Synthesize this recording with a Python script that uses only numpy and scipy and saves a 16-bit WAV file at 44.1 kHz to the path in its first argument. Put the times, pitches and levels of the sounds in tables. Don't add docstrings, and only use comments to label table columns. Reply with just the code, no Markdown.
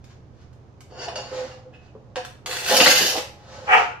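import sys
import numpy as np
from scipy import signal
from scipy.fft import rfft, irfft
from scipy.io import wavfile
from scipy.ndimage import uniform_filter1d, minimum_filter1d, map_coordinates

SR = 44100
rng = np.random.default_rng(int(sys.argv[2]) if len(sys.argv) > 2 else 0)


def store_pcm(level_fs):
    pcm = np.round(np.clip(level_fs, -1, 1) * 32767).astype(np.int16)
    wavfile.write(sys.argv[1], SR, np.atleast_2d(pcm).T)


N = 176400
T = np.arange(N) / SR
FILTER_SIZE = 32768
HZ = np.fft.rfftfreq(FILTER_SIZE, 1 / SR)

# [f/Hz, level/dB per Hz]
AIR_SPECTRUM = [(25, -17), (44, -22.5), (67, -9.5), (115, -5), (167, -12.5), (240, -15.5), (520, -21),
                (1100, -29), (2000, -39), (3500, -44), (6500, -47.5), (8500, -63), (15000, -71)]
# [f/Hz, level/dB]
MOTOR_PARTIALS = [(62, -63), (82, -59.5), (102.3, -65.5), (123.8, -56.5)]
# [t/s, level/dB]
MOTOR_SWELL = [(0, 5), (1.4, 2), (2.3, 0.5), (4, 1.5)]
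# [f/Hz, t60/s]
ROOM_DECAY = [(150, 0.33), (600, 0.45), (2000, 0.43), (6000, 0.37), (14000, 0.32)]
# [f/Hz, share]
MIC_LIKENESS = [(60, 0.69), (280, 0.83), (550, 0.64), (1000, 0), (3000, 0.062)]
AIR_DB = -49.5
PATH_TURNS_PER_S = 1.3

# [t/s, f/Hz]
BARK_PITCH = [(3.66, 240), (3.69, 350), (3.715, 400), (3.742, 472), (3.78, 468), (3.8, 420), (3.825, 240)]
# [t/s, level/dB]
BARK_LEVEL = [(3.658, -59), (3.678, -27.5), (3.694, -21.5), (3.722, -16.5), (3.745, -15.5), (3.77, -19.5),
              (3.8, -26), (3.84, -46), (3.88, -94)]
# [f/Hz, width/Hz, level/dB]
THROAT_MODES = [(469.6, 48, -12), (728.3, 22, 10), (934, 26, -7), (1160, 32, -7), (1290, 51, -5.5),
                (1370, 50, -6), (1520, 25, -2), (1660, 110, -11), (2080, 18, -1), (2260, 35, -4),
                (2755, 60, -9)]
# [f/Hz, level/dB]
MUZZLE_SPECTRUM = [(150, -27), (340, -21.5), (450, -3), (600, -3.5), (760, 3), (1100, -2.5), (1400, 1.5),
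                   (1800, -5), (2300, -3), (3050, -8), (3700, -36), (6000, -31.5), (12000, -51)]
# [t/s, share]
JAW_OPENING = [(3.675, 0.72), (3.72, 1), (3.78, 0.94), (3.83, 0.85)]
BARK_JITTER, BARK_AIR_SHARE, BARK_UNEVEN = 0.045, 0.73, 0.57
SHUT_HZ = 1520

# [t/s, level/dB]
SHUDDER_LEVEL = [(.88, -61), (.93, -46.5), (1.06, -38.5), (1.2, -39.5), (1.28, -49.5), (1.4, -42.5),
                 (1.47, -47.5), (1.62, -58.5), (2.42, -69), (2.48, -39.5), (2.63, -45), (2.73, -23),
                 (2.88, -30.5), (2.96, -33), (3.12, -34.5), (3.18, -27.5), (3.26, -67.5), (3.5, -51),
                 (3.68, -45.5), (3.8, -75)]
# [t/s, level/dB]
GROAN_LEVEL = [(1.29, -77), (1.318, -37), (1.355, -43), (1.415, -32.5), (1.45, -39), (1.48, -65),
               (1.56, -43), (1.6, -70.5), (1.64, -65), (1.66, -43.5), (1.69, -51.5), (1.72, -100)]
# [t/s, level/dB, f/Hz]
KNOCKS = [(.92, -40.5, 535), (1.08, -30.5, 673), (1.16, -34, 608), (1.317, -31.5, 418), (1.951, -37, 441.5),
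          (2.165, -27, 509.5), (2.711, -18, 520), (2.789, -22.5, 546), (2.861, -21, 499),
          (3.01, -22.5, 415), (3.18, -33, 587)]
# [t/s, level/dB]
FRAME_JOLTS = [(1.06, -40), (3.18, -32)]
# [t/s, level/dB]
BOARD_THUMPS = [(2.712, -29.5), (2.805, -22.5), (2.862, -24.5), (3.005, -33)]
# [f/Hz, width/Hz, level/dB]
BASE_MODES = [(435, 12, -10), (513.3, 14.4, 10.5), (568, 37, -5), (832, 140, -1.5), (823, 20.4, 3),
              (1085, 46, -9.5)]
# [f/Hz, width/Hz, level/dB]
BOARD_MODES = [(172, 50, -2), (240, 62, -2), (333, 29, 5.5)]
# [f/Hz, level/dB]
THUD_SPECTRUM = [(60, -36), (130, -14.5), (270, -2.5), (480, 3.5), (800, 2.5), (1200, -5.5), (2000, -29),
                 (6000, -81)]
GROAN_HZ = 513
KNOCK_T60_S, KNOCK_RISE_S, KNOCK_THUD_DB = 0.12, 0.0007, -8.5
FRAME_HZ, FRAME_T60_S, FRAME_RISE_S = 829, 0.48, 0.0013

# [t/s, level/dB]
ROLL_LEVEL = [(.88, -72), (.91, -55), (.965, -49), (.995, -36), (1.035, -34.5), (1.07, -49.5), (1.145, -53),
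              (1.165, -41.5), (1.195, -37.5), (1.23, -47.5), (1.52, -59), (1.58, -83)]
# [start t/s, peak t/s, end t/s, peak level/dB]
SLIDES = [(0.007, 0.112, 0.17, -54.5), (0.292, 0.423, 0.47, -57.5), (1.168, 1.37, 1.595, -37),
          (1.678, 1.864, 1.9, -59.5), (3.32, 3.546, 3.94, -44), (3.64, 3.789, 3.875, -32.5)]
# [t/s, level/dB]
CREAK_LEVEL = [(1.715, -67), (1.745, -49), (1.8, -74), (1.88, -63), (1.92, -82)]
# [f/Hz, width/Hz, level/dB]
RAIL_MODES = [(1450, 140, -6.5), (2710, 47, 0), (2810, 67, -0.5), (3840, 84, -11.5), (4417, 19, 5.5),
              (4650, 30, 5), (4950, 27, 0.5), (5586, 44, -0.5), (6400, 38, -3.5), (6800, 35, -1.5),
              (8300, 66, -18)]
# [f/Hz, width/Hz, level/dB]
LEVER_MODES = [(502, 16, 7), (735, 22, 7.5), (976, 136, 0), (1263, 60, -1), (1693, 140, -1),
               (2532, 68, 3.5), (2817, 206, -0.5), (4700, 49, -16), (5070, 69, -11.5)]
# [f/Hz, level/dB]
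RUB_SPECTRUM = [(200, 0.5), (600, 3.5), (1400, 4.5), (2500, 0), (3500, -2.5), (4500, 0), (7000, -5.5),
                (8300, -20.5), (11000, -25), (15000, -41)]
SLIDE_FADE_DB = 23

# [t/s, level/dB]
TICKS = [(.042, -52), (.53, -61), (.8066, -45.5), (2.249, -37), (2.4605, -27.5), (2.5305, -29),
         (2.551, -35), (3.167, -25.5), (3.182, -26)]
# [t/s, crack level/dB, rail ring level/dB, lever ring level/dB]
CLANKS = [(1.045, -45, -61, -38.5), (1.084, -41.5, -68, -30.5), (1.157, -37.5, -32, -36),
          (1.514, -68, -58, -42.5), (2.158, -34, -47, -26), (2.165, -48, -43.5, -32.5),
          (2.18, -44, -48, -36), (2.249, -46, -56, -44.5), (2.8025, -18.5, -17.5, -11.5),
          (2.860, -10, -21, -18.5)]
# [f/Hz, level/dB]
TICK_SPECTRUM = [(300, -14), (1000, 9), (2000, 5), (6500, 4.5), (8500, -4), (12500, -10), (15500, -17.5)]
# [f/Hz, level/dB]
CLANK_SPECTRUM = [(200, -26.5), (600, 2), (1700, 3), (3000, 5.5), (5000, 4), (7000, -5), (9000, -7),
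                  (15500, -34)]

# [t/s, level/dB, f/Hz]
SNAPS = [(2.8028, -3, 2760), (2.8068, -8, 3020), (2.8607, -6, 1950), (2.866, -7, 4230), (2.8695, -10, 1500),
         (2.8775, -9, 2170)]
SNAP_T60_S, SNAP_RISE_S = 0.011, 0.00028

# [t/s, level/dB]
BITE_LEVEL = [(2.455, -85), (2.463, -38), (2.52, -31), (2.56, -29), (2.62, -33.5), (2.67, -23),
              (2.72, -22.5), (2.8, -80)]
# [t/s, level/dB]
SCORE_LEVEL = [(2.62, -67), (2.66, -24.5), (2.72, -14.5), (2.77, -11.5), (2.84, -12.5), (2.895, -7),
               (2.925, -11.5), (3.06, -14), (3.12, -21.5), (3.19, -36), (3.24, -62), (3.3, -88)]
# [f/Hz, level/dB]
CRUNCH_SPECTRUM = [(300, -52), (900, -19.5), (1900, -2), (2300, -11), (3100, -9), (3800, -7.5), (4600, -8),
                   (7000, -11.5), (9000, -14.5), (13000, -21.5), (15500, -24)]
# [f/Hz, level/dB]
GLAZE_SPECTRUM = [(300, -10.5), (900, -26.5), (1700, -6.5), (3000, -11), (5000, 6.5), (6900, 5),
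                  (7600, -2.5), (10000, -4), (12500, -1), (15500, -13)]
# [f/Hz, width/Hz, level/dB]
STEEL_MODES = [(1690, 240, 5), (2160, 230, -2), (2750, 540, 7.5), (3113, 130, 9.5), (3480, 100, 4),
               (3930, 98, 7), (4410, 200, 6), (5480, 210, 6), (6370, 340, -16), (6650, 100, 4.5)]
# [f/Hz, width/Hz, level/dB]
TILE_MODES = [(2075, 16, -1.5), (2920, 51, -5.5), (3105, 16, 2.5), (3545, 59, -1), (4900, 240, 7),
              (5620, 35, -5), (6770, 51, -12), (6640, 47, -3)]
DRIFT_S, DRIFT_RATE = 0.0012, 8

CEILING, LIMIT_S, TOP_HZ = 1, 0.0017, 15500


def amp(db):
    return 10 ** (np.asarray(db) / 20)


def unit(x):
    return x / np.sqrt(np.mean(x ** 2) + 1e-20)


def along(points, hz):
    f, v = np.transpose(points)
    return np.interp(np.log(hz + 1), np.log(f + 1), v)


def curve(rows):
    return np.interp(T, *np.transpose(rows))


def level(rows):
    return amp(np.interp(T, *np.transpose(rows), -120, -120))


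def wobble(rate):
    return map_coordinates(rng.standard_normal(int(N * rate / SR) + 4), [T * rate])


def filtered(x, h):
    return signal.fftconvolve(x, h / np.linalg.norm(h))[:N]


def butter(order, hz, kind="low"):
    return signal.butter(order, hz, kind, fs=SR, output="sos")


def colour(x, spectrum):
    cepstrum = irfft(np.log(amp(along(spectrum, HZ))))
    cepstrum[1:FILTER_SIZE // 2] *= 2
    cepstrum[FILTER_SIZE // 2 + 1:] = 0
    return filtered(x, irfft(np.exp(rfft(cepstrum))))


def ring(x, modes):
    response = 0
    for k, (f, width, db) in enumerate(modes):
        damping = 1j * HZ * width
        response = response + (-1) ** k * amp(db) * damping / (f * f - HZ * HZ + damping)
    edge_hz = min(1.5 * max(f for f, _, _ in modes), 15000)
    return filtered(x, signal.sosfilt(butter(3, edge_hz), irfft(response)))


def grit(rate, spread_db):
    size = amp(spread_db * np.minimum(rng.exponential(size=N), 4))
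    happens = rng.random(N) < rate / SR
    return unit(happens * size * rng.choice([-1, 1], N))


def blows(rows, chatter_s, chatter_db):
    out, t = np.zeros(N + SR), T[:SR // 10]
    for s, db, *_ in rows:
        burst = rng.standard_normal(len(t)) * np.exp(-t / chatter_s)
        burst *= amp(chatter_db) / np.linalg.norm(burst)
        burst[0] += 1
        burst *= np.sqrt(SR / 100) / np.linalg.norm(burst)
        out[round(s * SR):][:len(t)] += amp(db) * burst
    return out[:N]


def tone(s, hz, t60, rise_s):
    t = np.maximum(T - s, 0)
    envelope = amp(-60 * t / t60) * (1 - np.exp(-t / rise_s))
    return np.sqrt(2) * np.sin(2 * np.pi * hz * t) * envelope


def diffuse(pair):
    size = pair.shape[1]
    likeness = along(MIC_LIKENESS, np.fft.rfftfreq(size, 1 / SR))
    turn = np.arccos(np.clip(likeness, -1, 1)) / 2
    mid, side = irfft(rfft(pair) * [np.cos(turn), np.sin(turn)], size)
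    return np.array([mid + side, mid - side])


def echoes(x, early_db):
    noise = rng.standard_normal((2, SR * 3 // 4))
    hz, t, z = signal.stft(noise, SR, nperseg=256)
    decay = amp(-60 * t / along(ROOM_DECAY, hz)[:, None])
    tail = signal.istft(z * decay, SR, nperseg=256)[1]
    t = T[:tail.shape[1]]
    early = 1 + amp(early_db) * np.exp(-t / 0.0071)
    tail = diffuse(tail * (t > 0.002) * early)
    return signal.fftconvolve(x[None], tail / np.linalg.norm(tail[0]), axes=1)[:, :N]


def room(x, wet_db, lag_ms, pan_db, early_db):
    turn = 2 * np.pi * PATH_TURNS_PER_S * T
    wet = echoes(x * np.cos(turn), early_db) + echoes(x * np.sin(turn), early_db)
    half_lag = lag_ms * SR / 2000
    direct = np.array([map_coordinates(x, [np.arange(N) - side * half_lag]) for side in (1, -1)])
    mix = (direct + amp(wet_db) * wet) / np.hypot(1, amp(wet_db))
    return mix * amp([[pan_db / 2], [-pan_db / 2]])


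def background():
    air = diffuse(np.array([colour(noise, AIR_SPECTRUM) for noise in rng.standard_normal((2, N))]))
    drone = np.zeros(N)
    for hz, db in MOTOR_PARTIALS:
        gain = amp(db + 0.79 * wobble(2.1))
        drone += gain * np.sqrt(2) * np.sin(2 * np.pi * hz * T + 0.78 * wobble(6))
    mix = amp(AIR_DB) * air + amp(curve(MOTOR_SWELL)) * drone
    return mix * amp([[-1.6], [1.6]])


def dog():
    cycles = np.cumsum(curve(BARK_PITCH) * (1 + BARK_JITTER * wobble(300))) / SR
    clicks = np.diff(np.floor(cycles), prepend=0)
    alternate = 1 + BARK_UNEVEN * np.cos(np.pi * cycles)
    pulses = unit(clicks * alternate * amp(2.8 * wobble(250)))
    gate = 1 + np.cos(2 * np.pi * cycles)
    air = unit(rng.standard_normal(N) * gate * amp(2.5 * wobble(180)))
    source = np.sqrt(1 - BARK_AIR_SHARE) * pulses + np.sqrt(BARK_AIR_SHARE) * air
    source *= level(BARK_LEVEL)
    throat = signal.sosfilt(butter(6, 3300), ring(source, THROAT_MODES))
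    voice = amp(1.5) * colour(source, MUZZLE_SPECTRUM) + amp(-7) * throat
    shut = signal.sosfiltfilt(butter(2, SHUT_HZ), voice)
    voice = shut + np.clip(curve(JAW_OPENING), 0, 1) * (voice - shut)
    return signal.sosfilt(butter(2, 140, "high"), voice)


def base():
    shake = grit(rate=500, spread_db=2) * level(SHUDDER_LEVEL)
    groan = np.sqrt(2) * np.sin(2 * np.pi * GROAN_HZ * T + 0.45 * wobble(50))
    groan *= level(GROAN_LEVEL) * amp(0.88 * wobble(70))
    knocks = sum(amp(db) * tone(s, hz, KNOCK_T60_S, KNOCK_RISE_S) for s, db, hz in KNOCKS)
    thuds = amp(KNOCK_THUD_DB) * blows(KNOCKS, chatter_s=0.018, chatter_db=14)
    frame = sum(amp(db) * tone(s, FRAME_HZ, FRAME_T60_S, FRAME_RISE_S) for s, db in FRAME_JOLTS)
    frame *= amp(1.1 * wobble(45))
    board = ring(blows(BOARD_THUMPS, chatter_s=0.025, chatter_db=7), BOARD_MODES)
    body = amp(-2) * ring(shake, BASE_MODES)
    dull = colour(amp(-1) * shake + thuds, THUD_SPECTRUM)
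    return body + dull + groan + knocks + frame + board


def carriage():
    slips = grit(rate=2900, spread_db=1) * level(ROLL_LEVEL)
    rolling = amp(-1.5) * ring(slips, RAIL_MODES) + amp(-12) * ring(slips, LEVER_MODES)
    rubbing = amp(-9) * colour(slips, RUB_SPECTRUM)
    creak = ring(grit(rate=900, spread_db=-2.5) * level(CREAK_LEVEL), LEVER_MODES[4:])
    strokes = np.zeros(N)
    for start, peak, end, db in SLIDES:
        faint = db - SLIDE_FADE_DB
        strokes += level([(start, faint), (peak, db), (end, faint)])
    hiss = colour(grit(rate=7100, spread_db=3.5) * strokes, RUB_SPECTRUM)
    return rolling + rubbing + creak + hiss


def contacts():
    ticks = blows(TICKS, chatter_s=0.0035, chatter_db=15.5)
    cracks = blows(CLANKS, chatter_s=0.005, chatter_db=16)
    rails = blows([(s, db) for s, _, db, _ in CLANKS], chatter_s=0.0055, chatter_db=-35)
    lever = blows([(s, db) for s, _, _, db in CLANKS], chatter_s=0.0067, chatter_db=0.5)
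    bright = colour(ticks, TICK_SPECTRUM) + colour(cracks, CLANK_SPECTRUM)
    return bright + amp(3.5) * ring(rails, RAIL_MODES) + amp(-1) * ring(lever, LEVER_MODES)


def snaps():
    pings = sum(amp(db) * tone(s, hz, SNAP_T60_S, SNAP_RISE_S) for s, db, hz in SNAPS)
    cracks = colour(blows(SNAPS, chatter_s=0.0014, chatter_db=1), CLANK_SPECTRUM)
    return amp(7) * pings + amp(-7) * cracks


def wheel():
    bite = grit(rate=450, spread_db=3) * level(BITE_LEVEL)
    chips = grit(rate=1100, spread_db=2.5) * level(SCORE_LEVEL) * amp(2.6 * wobble(78))
    singing = np.zeros(N)
    for hz, width, db in TILE_MODES:
        swelling = chips * amp(2.1 * wobble(11))
        singing += amp(db) * ring(swelling, [(hz, width, 0)])
    wander = (T + DRIFT_S * wobble(DRIFT_RATE)) * SR
    steel = map_coordinates(ring(chips, STEEL_MODES), [wander])
    crunch = amp(-1) * colour(bite, CRUNCH_SPECTRUM) + amp(-6.5) * ring(bite, STEEL_MODES)
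    score = amp(-10) * colour(chips, GLAZE_SPECTRUM) + amp(-9) * steel + amp(-24) * singing
    return crunch + score


def scene():
    bark = room(dog(), wet_db=5, lag_ms=0.19, pan_db=0.5, early_db=5)
    board = room(base(), wet_db=-2, lag_ms=0.034, pan_db=-1, early_db=10)
    metal = wheel() + carriage() + contacts()
    steel = room(metal, wet_db=3.5, lag_ms=0.055, pan_db=-0.44, early_db=-2)
    chips = room(snaps(), wet_db=-3, lag_ms=0.047, pan_db=0.2, early_db=7)
    return background() + amp(3.5) * bark + amp(1.5) * board + amp(1) * steel + chips


def record(dry):
    size = max(int(LIMIT_S * SR), 2)
    need = np.minimum(1, CEILING / (np.abs(dry).max(axis=0) + 1e-9))
    gain = uniform_filter1d(minimum_filter1d(need, 2 * size), size)
    lowpass = signal.ellip(10, 0.1, 80, TOP_HZ, fs=SR, output="sos")
    return signal.sosfilt(lowpass, dry * gain)


dry = scene()
out = record(dry)
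store_pcm(out)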